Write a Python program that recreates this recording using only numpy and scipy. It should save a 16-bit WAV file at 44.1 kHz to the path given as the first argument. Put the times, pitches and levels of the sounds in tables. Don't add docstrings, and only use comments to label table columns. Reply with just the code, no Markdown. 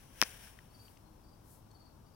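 import sys
import numpy as np
from scipy import signal
from scipy.fft import rfft, irfft
from scipy.io import wavfile

SR = 44100
rng = np.random.default_rng(int(sys.argv[2]) if len(sys.argv) > 2 else 0)


def bounce(signal):
    frames = np.transpose(np.atleast_2d(signal))
    limited = np.clip(frames, -1, 1)
    pcm = np.round(limited * 32767).astype(np.int16)
    wavfile.write(sys.argv[1], SR, pcm)


N = 94815
T = np.arange(N) / SR
HZ = np.maximum(np.fft.rfftfreq(N, 1 / SR), 1)


def from_db(db):
    return 10 ** (np.asarray(db) / 20)


def pan(left_louder_db):
    return from_db(np.array([[.5], [-.5]]) * left_louder_db)


def rms_one(x):
    return x / np.sqrt(np.mean(x ** 2) + 1e-20)


def over_hz(points):
    hz, value = np.transpose(points)
    return np.interp(np.log(HZ), np.log(hz), value)


def soften(x, hz, order):
    return signal.sosfilt(signal.butter(order, min(hz, .45 * SR), fs=SR, output="sos"), x + 1e-18)


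def resonate(x, hz, width_hz):
    r = np.exp(-np.pi * width_hz / SR)
    feedback = [1, -2 * r * np.cos(2 * np.pi * hz / SR), r * r]
    return signal.lfilter(np.array([1, 0, -1]) * (1 - r * r) / 2, feedback, x + 1e-18)


def burst(start_s, fade_s):
    fade = from_db(-60 * np.clip((T - start_s) / fade_s, 0, 4))
    puff = rng.standard_normal(N) * (T >= start_s) * fade
    return puff / np.sqrt(np.sum(puff ** 2))


def swells(rows):
    return sum(from_db(db) * np.exp(-((T - peak_s) / half_s) ** 2) for peak_s, half_s, db in rows)


def stereo_noise(colour, balance, likeness):
    shared, opposed = rfft(rng.standard_normal((2, N)))
    alike = np.clip(over_hz(likeness), -1, 1)
    both = np.sqrt(1 + alike) * shared + np.sqrt(1 - alike) * opposed * np.array([[1], [-1]])
    noise = irfft(both * from_db(over_hz(colour)) * pan(over_hz(balance)), N)
    return noise / np.std(noise.mean(axis=0))


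# time_s, level_db
RUB_LEVELS = [(0, -64), (0.12, -67), (0.19, -57), (0.26, -52.5), (0.33, -55.5), (0.39, -59), (0.46, -56),
              (0.52, -64), (0.66, -71), (0.86, -70), (0.98, -74), (1.1, -76.5), (2.15, -78.5)]
# pitch_hz, relative_db
RUB_COLOUR = [(250, -62), (420, -11), (800, -12), (1250, -13), (1580, -4.5), (1900, -8), (3100, -6.5),
              (4400, -15.5), (5700, -8.5), (6700, -17.5), (8400, -17.5), (9700, -7.5), (11000, -13.5),
              (11900, -11), (13000, -16), (16000, -10.5)]
# pitch_hz, left_louder_db
RUB_BALANCE = [(200, 8), (700, 10.5), (1290, 5.5), (2380, 6), (4400, 1), (8120, 13.5), (15000, -0.5)]
# pitch_hz, likeness
RUB_LIKENESS = [(60, 0.92), (240, 0.96), (950, 0.98), (3770, -0.0024), (15000, -0.08)]
# time_s, pitch_hz
SQUEAK_PITCH = [(0.26, 5900), (0.45, 5470)]

def finger_rub():
    grains_per_s, grain_db = 180, 1
    catches = np.interp(T * grains_per_s, np.arange(4000), rng.standard_normal(4000))
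    level_db = np.interp(T, *np.transpose(RUB_LEVELS)) + grain_db * catches
    phase = 2 * np.pi * np.cumsum(np.interp(T, *np.transpose(SQUEAK_PITCH))) / SR
    wobble_a, wobble_b = soften(rng.standard_normal((2, N)), 230 / 2, order=2)
    rough_tone = rms_one(wobble_a * np.cos(phase) + wobble_b * np.sin(phase))
    squeak = from_db(-16.5) * pan(left_louder_db=15) * rough_tone
    return from_db(level_db) * (stereo_noise(RUB_COLOUR, RUB_BALANCE, RUB_LIKENESS) + squeak)


# pitch_hz, relative_db
AIR_COLOUR = [(12, -23.5), (22, -1), (48, 0), (100, -1), (160, -11.5), (230, -10), (320, -14.5), (450, -17),
              (650, -18), (920, -16.5), (1450, -26), (2100, -41.5), (3600, -34), (4800, -33), (5800, -33.5),
              (6600, -38), (9800, -40), (10900, -43.5), (11900, -37), (16000, -41)]
# pitch_hz, left_louder_db
AIR_BALANCE = [(60, 2.5), (110, 2), (200, 8.5), (380, 10), (700, 9), (1290, 10.5), (2380, 4.5), (4400, 4),
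               (8120, 10.5), (15000, 14)]
# pitch_hz, likeness
AIR_LIKENESS = [(60, 0.99), (130, 0.7), (290, 0.17), (640, .15), (1410, 0.27), (3100, .05)]
# pitch_hz, width_hz, level_db
ENGINE_HUMS = [(108.3, 4.7, -72), (140, 29, -68.5), (210.2, 18, -76.5), (315.4, 5.6, -76)]

def outdoors():
    drone = sum(from_db(db) * rms_one(resonate(rng.standard_normal(N), hz, width_hz))
                for hz, width_hz, db in ENGINE_HUMS)
    return from_db(-60.5) * stereo_noise(AIR_COLOUR, AIR_BALANCE, AIR_LIKENESS) + drone


# start_s, thump_db, low_db, middle_db, high_db, top_db, brightness_hz, rattle_db, rattle_fade_s
HITS = [(0.216, 9, 17.5, 15.5, 14, 18, 17940, -13.5, 0.075), (0.2251, 19, 21.5, 4, 1, 23, 8000, -15, 0.057),
        (0.2336, -10, -14, -5, -4.5, 1, 9400, 7, 0.012)]
# pitch_hz, width_hz, gain_db, right_louder_db
CASE_TONES = [(245, 190, -9.5, -7), (560, 145, -10.5, -11.5), (1040, 590, -9.5, -7.5),
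              (1820, 280, -5, -9.5), (2416, 380, -1.5, -4), (3400, 780, -1, -6.5), (4200, 1500, -3, -10.5),
              (5570, 590, 5.5, -9.5), (10140, 330, -11, -26), (12000, 350, -25.5, 11.5),
              (14200, 900, -22.5, -3.5)]
TONE_GROUP = [0, 1, 1, 1, 2, 2, 2, 3, 4, 4, 4]

def case_knock():
    drive = np.zeros((5, N))
    for k, (start_s, *group_db, brightness_hz, rattle_db, rattle_fade_s) in enumerate(HITS):
        hit = from_db(rattle_db) * soften(burst(start_s, rattle_fade_s), hz=7000, order=1)
        hit[int(start_s * SR)] += (-1) ** k
        drive += from_db(group_db)[:, None] * soften(hit, brightness_hz, order=2)
    ring = np.zeros((2, N))
    for k, (hz, width_hz, db, right_louder_db) in enumerate(CASE_TONES):
        gains = from_db([[db], [db + right_louder_db]])
        ring += (-1) ** k * gains * resonate(drive[TONE_GROUP[k]], hz, width_hz)
    right_early_s = .00007
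    return np.array([ring[0], np.roll(ring[1], -round(right_early_s * SR))])


# start_s, strength_db, pitch_hz, width_hz
GRIP_TICKS = [(0.5889, -19, 1850, 1180), (0.882, -29, 3020, 1500), (0.971, -26.5, 2170, 1300),
              (0.974, -36, 5240, 3000), (1.714, -40, 4500, 8750)]

def grip_ticks():
    ticks = np.zeros(N)
    for start_s, db, hz, width_hz in GRIP_TICKS:
        slip = burst(start_s, fade_s=0.01)
        ticks += from_db(db) * resonate(resonate(slip, hz, width_hz), hz, width_hz)
    return pan(left_louder_db=9) * ticks


# start_s, pitch_hz, fall_hz, direct_db, echo_db
BIRD_NOTES = [(0.698, 4480, 140, -71, -82), (0.736, 4690, 420, -64, -63), (0.788, 4690, 420, -65, -58.5),
              (0.845, 4720, 420, -64, -65), (1.043, 4350, 401, -79, -71.5), (1.232, 4840, 553, -76, -68),
              (1.274, 4940, 543, -73, -67), (1.318, 4940, 556, -70.5, -69), (1.702, 4420, 130, -68, -73.5),
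              (1.743, 4620, 540, -65, -64.5), (1.796, 4640, 540, -67, -62.5),
              (1.853, 4670, 620, -66.5, -65.5), (2.051, 4810, 450, -74.5, -71),
              (2.130, 4880, 450, -75.5, -66.5)]

def birds():
    note_s, fall_curve, octave_db = 0.025, 2.2, -14
    direct, scattered = np.zeros((2, N))
    for start_s, hz, fall_hz, direct_db, echo_db in BIRD_NOTES:
        progress = np.clip((T - start_s) / note_s, 0, 1)
        phase = 2 * np.pi * np.cumsum(hz - fall_hz * progress ** fall_curve) / SR
        swell = np.sin(np.pi * progress)
        whistle = np.sin(phase) + from_db(octave_db) * np.sin(2 * phase)
        direct += from_db(direct_db) * swell * whistle
        scattered += from_db(echo_db) * swell * np.sin(phase)
    echoes = np.array([signal.fftconvolve(scattered, burst(0, fade_s=.3))[:N] for _ in range(2)])
    return pan(left_louder_db=4) * (direct + echoes)


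# peak_s, half_length_s, level_db
SWISHES = [(0.86, 0.11, -69), (1.524, 0.069, -64.5)]
# pitch_hz, relative_db
SWISH_COLOUR = [(2000, -44), (4000, -11), (6000, -9), (8000, -5.5), (11000, -0.5), (14000, -2),
                (16000, -3.5)]
# pitch_hz, left_louder_db
SWISH_BALANCE = [(4000, 6), (9000, 10.5), (15000, 2)]
# pitch_hz, likeness
SWISH_LIKENESS = [(4000, .4), (15000, 0.16)]

def swishes():
    return swells(SWISHES) * stereo_noise(SWISH_COLOUR, SWISH_BALANCE, SWISH_LIKENESS)


# peak_s, half_length_s, level_db
HAND_SHAKE = [(1.51, 0.1, -67.5)]

def hand_shake():
    return swells(HAND_SHAKE) * rms_one(resonate(rng.standard_normal(N), hz=57.3, width_hz=50))


def scene():
    return finger_rub() + outdoors() + case_knock() + grip_ticks() + birds() + swishes() + hand_shake()


def record(dry):
    cutoff_hz = 15900
    return signal.sosfilt(signal.ellip(10, .1, 70, cutoff_hz, fs=SR, output="sos"), dry)


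dry = scene()
out = record(dry)
bounce(out)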